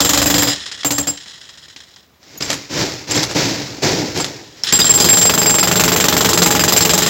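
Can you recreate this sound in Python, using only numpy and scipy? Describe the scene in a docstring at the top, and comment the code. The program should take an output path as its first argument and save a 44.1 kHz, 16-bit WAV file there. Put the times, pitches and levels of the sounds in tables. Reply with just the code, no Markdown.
"""Outdoors on a building site, an electric demolition hammer breaks a concrete beam, two metres from a phone.
Piston blows crack the concrete (bursts of noise), thud through the beam and ring the steel chisel (fading tones).
The motor (rattling noise) coasts down, then the chisel levers and scrapes rubble loose (grainy noise and rumble).
A short squeak and some hard ticks join in, rubble settles faintly, and hammering starts again at a new spot."""
import sys
import numpy as np
from scipy import signal
from scipy.fft import rfft, irfft
from scipy.io import wavfile
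from scipy.ndimage import uniform_filter1d

SR = 44100
rng = np.random.default_rng(int(sys.argv[2]) if len(sys.argv) > 2 else 0)


def int16_out(signal):
    """Quantize to a 16-bit WAV file."""
    q = np.round(np.clip(np.atleast_2d(signal).T, -1, 1) * 32767)
    wavfile.write(sys.argv[1], SR, q.astype(np.int16))


N = 312925
T = np.arange(N) / SR


def undb(db):
    """Turn decibels into a plain factor."""
    return 10 ** (np.asarray(db) / 20)


def noise(spectrum, lo_hz=0., hi_hz=1e5):
    """Noise of a given colour, rms 1 over the whole colour, optionally only one band of it."""
    hz = np.maximum(np.arange(N // 2 + 1) * SR / N, 1)
    points, db = np.transpose(spectrum)
    gain = undb(np.interp(np.log(hz), np.log(points), db))
    gain = gain / np.sqrt(np.mean(gain ** 2))
    gain = gain * (hz >= lo_hz) * (hz < hi_hz)
    return irfft(rfft(rng.standard_normal(N)) * gain, N)


def resonate(x, peaks):
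    """Sum of resonances that each favour one pitch, scaled to keep the rms."""
    y = sum(undb(db) * signal.lfilter(*signal.iirpeak(hz, hz / width, SR), x) for hz, width, db in peaks)
    return y * np.std(x) / np.std(y)


def spikes(s, size):
    """Impulses of given sizes at given times in seconds."""
    return np.bincount(np.clip(np.asarray(s) * SR, 0, N - 1).astype(int), size, N)


def fade(x, t60, rise=0.0001):
    """Each impulse becomes an envelope that rises fast and dies by 60 dB in t60 seconds."""
    decay = signal.lfilter([1], [1, -1000 ** (-1 / (t60 * SR))], x)
    a = np.exp(-1 / (rise * SR))
    return signal.lfilter([1 - a], [1, -a], decay)


def grains(rate, spread_db, t60):
    """Envelope of scattered small fragments (rate per second) of very unequal size, rms 1."""
    size = undb(spread_db * np.minimum(rng.exponential(size=N), 4))
    hit = (rng.random(N) < rate / SR) * size
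    env = fade(hit, t60)
    return env / np.sqrt(np.mean(env ** 2))


# colour of the steady site noise: f/Hz, level/dB (per Hz, relative)
SITE_COLOUR = [(40, -27), (70, -3.5), (900, -15), (7000, -28), (9000, -39), (15800, -25)]


def site_noise():
    """Soft, steady noise of the site, strongest in the bass and the middle."""
    return undb(-53.5) * noise(SITE_COLOUR)


# loudness of motor and gears, and from 2.1 to 4.63 s of faint settling rubble: t/s, level/dB (relative)
WHIRR_LEVEL = [(.47, -14.5), (.6, -22), (.84, -28), (1.15, -29.5), (1.7, -39.5), (1.95, -41), (2.1, -57.5),
               (4.63, -43.5), (4.638, -18), (4.72, -13), (5.25, -18), (5.45, -21), (5.75, -18),
               (7.1, -14.5)]
# resonances of the motor housing: f/Hz, width/Hz, level/dB (relative)
HOUSING_MODES = [(1900, 260, 5), (3350, 550, 7.5), (3950, 350, 6), (5050, 450, 5.5), (6700, 400, 2)]
# idle piston strokes while the motor coasts: t/s, level/dB (relative)
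IDLE_STROKES = [(0.603, -25), (0.658, -12), (0.7146, -2), (0.7751, -30), (0.833, 4), (1.1728, -4),
                (1.202, -32), (1.259, -9), (1.3304, -31), (1.4067, -38), (1.49, -12), (1.5743, -14),
                (1.6823, -13), (1.762, 0.5), (1.804, -10), (1.961, -9.5), (2.23, -14)]


def motor(blow_s, throb=0.57, tick_t60=0.0071, swell_db=-22.5):
    """Rattly gear whirr in the housing; it swells after each idle stroke, hushes before a stroke or blow."""
    s, db = np.transpose(IDLE_STROKES)
    strokes = spikes(s, undb(db))
    # the last, far-off time keeps the motor from hushing at the end
    every = np.sort(np.concatenate([s, blow_s, [2 * N / SR]]))
    to_next = every[np.searchsorted(every, T)] - T
    hush = 1 - throb * np.exp(-(to_next / 0.013) ** 2)
    # from 2.1 to 4.63 s the same rattle stands for faint settling rubble
    level = undb(np.interp(T, *np.transpose(WHIRR_LEVEL)))
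    level = level + undb(swell_db) * fade(strokes, 0.058, rise=0.0016)
    rattle = rng.standard_normal(N) * (0.28 + 0.3 * grains(130, 1.5, 0.039))
    whirr = (resonate(rattle, HOUSING_MODES) + 0.22 * noise(GRIT_COLOUR)) * hush * level
    ticks = undb(-21.0) * noise(GRIT_COLOUR) * fade(strokes, tick_t60)
    # the closed housing keeps the top in
    return signal.sosfilt(signal.butter(3, 7200., fs=SR, output="sos"), whirr + ticks)


# gliding squeak as steel slips on stone: t/s, f/Hz, level/dB (relative)
SQUEAK_GLIDE = [(2.365, 6700, -87), (2.377, 6720, -30), (2.41, 6900, -32)]


def squeak():
    """Steel catches and slips on stone: a gliding tone with its octave, unsteady in level."""
    s, hz, db = np.transpose(SQUEAK_GLIDE)
    phase = 2 * np.pi * np.cumsum(np.interp(T, s, hz)) / SR
    tone = np.sqrt(2) * (np.sin(phase) + 0.73 * np.sin(2 * phase))
    level = undb(np.interp(T, s, db, -120, -120))
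    catch_and_slip = uniform_filter1d(grains(250, 3.0, .03), size=88)
    return level * tone * catch_and_slip


# hard ticks of steel and stone, and at 4.636 s the clack of the hammer's trigger: t/s, f/Hz, level/dB
# (relative), t60/s (time to fade by 60 dB)
HARD_TICKS = [(2.425, 5000, -8, 0.021), (4.636, 5430, 0.5, 0.011), (4.817, 3730, 1, 0.021)]


def hard_ticks():
    """Steel and stone click together, and the trigger clacks: short tones that fade at once."""
    out = 0
    for at, pitch, level_db, t60 in HARD_TICKS:
        env = fade(spikes([at], [undb(level_db)]), t60, rise=0.00015)
        out = out + env * np.sin(2 * np.pi * pitch * T)
    return out


# colour of grinding grit, also used for the motor: f/Hz, level/dB (per Hz, relative)
GRIT_COLOUR = [(410, 0), (700, -7.5), (2150, 0), (2980, -4), (5220, 2), (7320, -5.5), (8900, -29),
               (15800, -20.5)]
# colour of the beam's rumble under the scraping: f/Hz, level/dB (per Hz, relative)
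RUMBLE_COLOUR = [(29, -43), (50, -39), (117, -4.5), (243, -13.5), (289, -2), (340, -8), (1000, -19.5),
                 (1300, -76), (2200, -120)]
# chisel levering and scraping in rubble, a row for each shove:
# start t/s, peak t/s, grit level/dB, rumble level/dB (both relative), fall/(dB per s)
SCRAPE_SHOVES = [(2.193, 2.38, -39, -51, 205), (2.405, 2.405, -25, -35.5, 61),
                 (2.45, 2.527, -27.5, -41.5, 163), (2.692, 2.806, -17, -25, 82.5),
                 (3.068, 3.185, -16, -24, 118), (3.287, 3.3, -29, -37, 200),
                 (3.345, 3.37, -14, -20.5, 50.5), (3.819, 3.835, -14, -18, 53.5),
                 (4.145, 4.167, -24, -31, 85), (4.555, 4.58, -43, -60, 40)]


def scrape(rise_power=0.84):
    """Grit grinds in dense grains over a lumpy rumble of the beam, both growing and fading with each shove."""
    out = 0
    grit = noise(GRIT_COLOUR) * (0.66 + 0.28 * grains(1100, 4.5, 0.012))
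    rumble = noise(RUMBLE_COLOUR) * (1.4 + .5 * grains(80, 5.2, 0.083))
    for start, peak, grit_db, rumble_db, fall in SCRAPE_SHOVES:
        rise = np.clip((T - start) / (peak - start), 0, 1) ** rise_power
        lost_db = fall * np.maximum(T - peak, 0)
        out = out + rise * (grit * undb(grit_db - lost_db) + rumble * undb(rumble_db - lost_db))
    return out


def beam_answer(modes, swell_s=0.0023, knock_db=-8.5, knock_t60=0.33):
    """What one spot of the beam returns to every blow alike: a dense knock, and modes that swell in late."""
    t = np.arange(SR // 3) / SR
    hz, width, db = np.transpose(modes)[:, :, None]
    # a wide mode dies fast
    tones = np.sin(2 * np.pi * (hz * t + rng.random(hz.shape))) * np.exp(-np.pi * width * t)
    late_modes = (1 - np.exp(-t / swell_s)) * np.sum(undb(db) * tones, axis=0)
    band = signal.butter(2, (500., 1900.), "band", fs=SR, output="sos")
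    dense = signal.sosfilt(band, rng.standard_normal(len(t)))
    return late_modes + undb(knock_db) * dense * 1000 ** (-t / knock_t60)


MOVED_S = 4.5  # the blows after this time land on the second spot
# beam modes where the chisel stands first: f/Hz, width/Hz, level/dB (relative)
BEAM_FIRST_SPOT = [(73, 38, -4), (119, 34, -2), (181, 63, -1.5), (288, 12, 3), (498, 63, -2.5),
                   (560, 25, -9), (750, 35, -12), (6960, 70, 0)]
# beam modes at the second spot: f/Hz, width/Hz, level/dB (relative)
BEAM_SECOND_SPOT = [(75.6, 78, -15.5), (116, 37, -5), (174, 21.6, 0.5), (252, 82, -3.5), (329.6, 39, -4.5),
                    (430, 17, -3), (607.6, 15, -8), (824, 9.5, -8)]
# pitch of the one-cycle push at the first and the second spot: f/Hz
SPOT_PUSH_HZ = (800, 1190)
# thud, added to each blow's own crack level: t/s, level/dB
THUD_LEVEL = [(1.1, -16), (4.64, -40.5), (4.72, -15.5), (7.1, -17)]
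# push, added to each blow's own crack level: t/s, level/dB
PUSH_LEVEL = [(1.1, -13), (5.2, -14), (5.3, -3), (6.5, -6), (7.1, -10)]


def thud(s, crack_db, shake_db=0.0, t60=0.17):
    """A one-cycle push, then the beam's answer to each blow, with some loose shaking on top."""
    out = 0
    thud_db = crack_db + np.interp(s, *np.transpose(THUD_LEVEL))
    push_db = crack_db + np.interp(s, *np.transpose(PUSH_LEVEL))
    t = np.arange(128) / SR - .0012
    lead_s = .0015  # the push is heard just before the crack
    spots = zip((BEAM_FIRST_SPOT, BEAM_SECOND_SPOT), SPOT_PUSH_HZ, (s < MOVED_S, s > MOVED_S))
    for modes, push_hz, here in spots:
        hits = spikes(s, undb(thud_db) * here)
        answer = signal.fftconvolve(hits, beam_answer(modes))[:N]
        shake = resonate(rng.standard_normal(N) * fade(hits, t60, rise=0.02), modes)
        cycle = -np.sin(2 * np.pi * push_hz * t) * np.exp(-3 * (t * push_hz) ** 2)
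        push = np.convolve(spikes(s - lead_s, undb(push_db) * here), cycle)[:N]
        out = out + answer + undb(shake_db) * shake + push
    return out


# chisel modes that every blow rings: f/Hz, level/dB (relative)
CHISEL_MODES = [(7445, 0), (7547, -9), (12450, -25), (15600, -21)]
# chisel modes of bending: f/Hz, level/dB (relative)
BENDING_MODES = [(4905, 0), (5075, -5), (10720, -14)]
# level of the chisel's bending modes over time, added to each blow's own crack level: t/s, level/dB
BENDING_LEVEL = [(.42, -23), (.472, -13), (.6, -28), (.85, -31.5), (1.0, -26), (1.07, -11), (2.4, -30),
                 (3.0, -30), (3.11, -12), (3.15, -28), (4.2, -24), (4.72, -14), (5.6, -19), (5.8, -36),
                 (6.15, -43), (6.3, -26), (6.65, -20)]


def ring(s, crack_db, ring_db, free_s, t60=0.63, pressed=0.24, choke_s=0.00073, swell_s=0.0034,
         late_s=0.0072, bending_t60=0.6):
    """The chisel's modes ring while it is off the stone, drop when it lands and stop at the next blow."""
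    out = np.zeros(N + SR)
    scatter_db, bending_scatter_db = 2.5, 4.
    hz, mode_db = np.transpose(CHISEL_MODES + BENDING_MODES)[:, :, None]
    is_bending = (np.arange(len(hz)) >= len(CHISEL_MODES))[:, None]
    bending_db = crack_db + np.interp(s, *np.transpose(BENDING_LEVEL))
    chance = rng.standard_normal((len(s), 3, len(hz), 1))
    for k, gap in enumerate(np.diff(np.append(s, N / SR))):
        t = np.arange(int(min(gap + 4 * choke_s, .3) * SR)) / SR
        stopped = np.exp(-np.maximum(t - gap, 0) / choke_s)
        env = (1 - np.exp(-t / swell_s)) * stopped * 1000 ** (-t / t60)
        # once landed, only the pressed share goes on for a while
        landed = np.maximum(t - free_s[k], 0)
        env = env * (pressed * np.exp(-landed / 0.073) + (1 - pressed) * np.exp(-landed / choke_s))
        first_modes_db = ring_db[k] + scatter_db * chance[k, 0]
        bending_modes_db = bending_db[k] + bending_scatter_db * chance[k, 0]
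        db = np.where(is_bending, bending_modes_db, first_modes_db)
        tone = np.sin(2 * np.pi * hz * (1 + 0.0024 * chance[k, 1]) * t + np.pi * chance[k, 2])
        # bending builds slowly
        late = np.where(is_bending, (1 - np.exp(-(t / late_s) ** 2)) * 1000 ** (-t / bending_t60), 1)
        start = int(s[k] * SR)
        out[start:start + len(t)] += env * np.sum(undb(db + mode_db) * late * tone, axis=0)
    # the shank chatters in its holder, so the ring flutters
    return out[:N] * (.8 + .35 * grains(150, 2.5, .04))


# colour of cracking concrete: f/Hz, level/dB (per Hz, relative)
CRACK_COLOUR = [(240, -27), (400, 1), (553, -2.5), (2460, -2.5), (4980, -2), (6570, -3.5), (7440, -1),
                (9080, -25.5), (12200, -11), (15800, -10.5)]
# how long the body of the crack lasts: f/Hz, t60/s (time to fade by 60 dB)
CRACK_FADE = [(700, 0.1), (3000, 0.082), (12000, 0.15)]


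def crack(s, db, bounce_db=-10.5, patchy_db=1.8, snap_db=-1.0, snap_t60=0.01, rise=0.00013,
          dull_db=19.0, short_db=8.0, clack_t60=0.035):
    """Concrete splinters: a snap and a burst in every octave, of changing colour, renewed by a bounce."""
    out = 0
    bounce = rng.random((len(s), 2)).T
    bounce_s = s + 0.00657 + 0.009 * bounce[0]
    # knocks by hand, without the piston, are duller and shorter
    by_hand = (s > 2) & (s < MOVED_S)
    body = np.where((T > 2) & (T < MOVED_S), undb(-short_db), 1)
    fade_hz, fade_t60 = np.transpose(CRACK_FADE)
    for octave in range(6):
        lo = 375 * 2. ** octave
        dull = dull_db * by_hand * (octave > 4)  # only the top octave is dulled
        size = undb(db - dull + patchy_db * rng.standard_normal(len(s)))
        hits = spikes(s, size) + spikes(bounce_s, size * undb(bounce_db) * (.5 + bounce[1]))
        t60 = np.interp(np.log(lo), np.log(fade_hz), fade_t60)
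        burst = fade(hits * body, t60, rise)
        snap = undb(snap_db) * fade(hits, snap_t60, rise)
        clack = fade(hits * (1 - body), clack_t60, rise)  # in place of the lost body
        out = out + noise(CRACK_COLOUR, lo, 2 * lo) * (burst + snap + clack)
    return out * (.7 + .4 * grains(900, 3.0, .004))


# bursts at full speed; a row falls on a blow and the piston strikes evenly up to the next row:
# t/s, crack level/dB, steel ring level/dB (both relative), free ringing t/s
BURST_MARKS = [
    [(0.004, 1, -16.5, 0.041), (0.135, -1, -11.5, 0.023), (0.423, 0.5, -17, 0.047)],
    [(5.001, 2, -6.5, 0.032), (5.172, -3, -5, 0.086), (5.338, 0, -10.5, 0.019), (5.498, -3, -9, 0.055),
     (5.674, 1, -13.5, 0.024), (6.2485, 1.5, -17, 0.028), (6.375, 1.5, -14, 0.036),
     (6.638, 1.5, -13, 0.024), (7.0625, 0.5, -14, 0.016)],
]
# around these times the blows bury the chisel tip: t/s
BURIED_TIMES = [.135, .301, 5.044, 5.296, 5.417, 5.961, 6.085, 6.125, 6.247, 6.55, 6.638]


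def bursts(blows_per_s=23.8, uneven_s=.0007, uneven_db=.8, uneven_free=0.24):
    """The piston strikes almost evenly; every blow of the bursts becomes a row like the single blows."""
    rows = []
    for marks in map(np.array, BURST_MARKS):
        steps = np.round(np.diff(marks[:, 0]) * blows_per_s)
        number = np.append(0, np.cumsum(steps))
        every = np.arange(number[-1] + 1)
        rows += zip(*(np.interp(every, number, column) for column in marks.T))
    s, crack_db, ring_db, free_s = np.transpose(rows)
    # a buried tip cracks harder and hardly rings
    buried = np.min(abs(s[:, None] - BURIED_TIMES), axis=1) < .5 / blows_per_s
    chance = rng.standard_normal((len(s), 3)).T
    crack_db = crack_db + uneven_db * chance[1] + 1 * buried
    ring_db = ring_db - 7 * buried
    free_s = free_s * np.exp(uneven_free * chance[2])
    return np.transpose([s + uneven_s * chance[0], crack_db, ring_db, free_s])


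# single blows as the motor slows or gathers speed, and knocks by hand:
# t/s, crack level/dB, steel ring level/dB (both relative), free ringing t/s
SINGLE_BLOWS = [(0.4715, -2, -18.5, 0.071), (0.8474, -1, -14.5, 0.038), (0.9062, -2.5, -15.5, 0.082),
                (0.9822, -3, -14, 0.036), (1.071, -7, -15, 0.04), (2.4085, -12.5, -45, 0.032),
                (2.4223, -13, -26, 0.037), (2.502, 0, -47, 0.032), (2.5296, -7, -49, 0.024),
                (3.1103, -4.5, -14.5, 0.014), (3.149, -7, -45, 0.011), (3.1563, -8, -13, 0.012),
                (3.2305, -1, -44, 0.025), (3.312, -10, -49, 0.02), (4.164, -12, -45, 0.02),
                (4.175, -8, -45, 0.02), (4.2004, -4, -21.5, 0.03), (4.2444, -7, -32, 0.012),
                (4.6359, -16, -54, 0.023), (4.7247, 0.5, -4, 0.054), (4.79, 0.5, -8.5, 0.047),
                (4.843, -5, -7.5, 0.041), (4.8933, -1, -2, 0.025), (4.9386, -3, -4, 0.046),
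                (4.976, -5, -17, 0.032)]


def scene():
    """All blows in order of time, with motor, scraping, small sounds and the site around them."""
    rows = np.vstack([SINGLE_BLOWS, bursts()])
    s, crack_db, ring_db, free_s = rows[np.argsort(rows[:, 0])].T
    background = site_noise() + motor(s) + squeak() + hard_ticks() + scrape()
    steel = ring(s, crack_db, ring_db, free_s)
    blows = thud(s, crack_db) + steel + undb(-11.5) * crack(s, crack_db)
    return (background + blows)[None]


def record(dry):
    """The phone loses the deep bass, rounds the loudest peaks and cuts the top."""
    thin = signal.sosfilt(signal.butter(6, 50., "high", fs=SR, output="sos"), dry)
    rounded = np.tanh(thin)
    return signal.sosfilt(signal.ellip(10, .2, 85, 15900, fs=SR, output="sos"), rounded)


dry = scene()
out = record(dry)
int16_out(out)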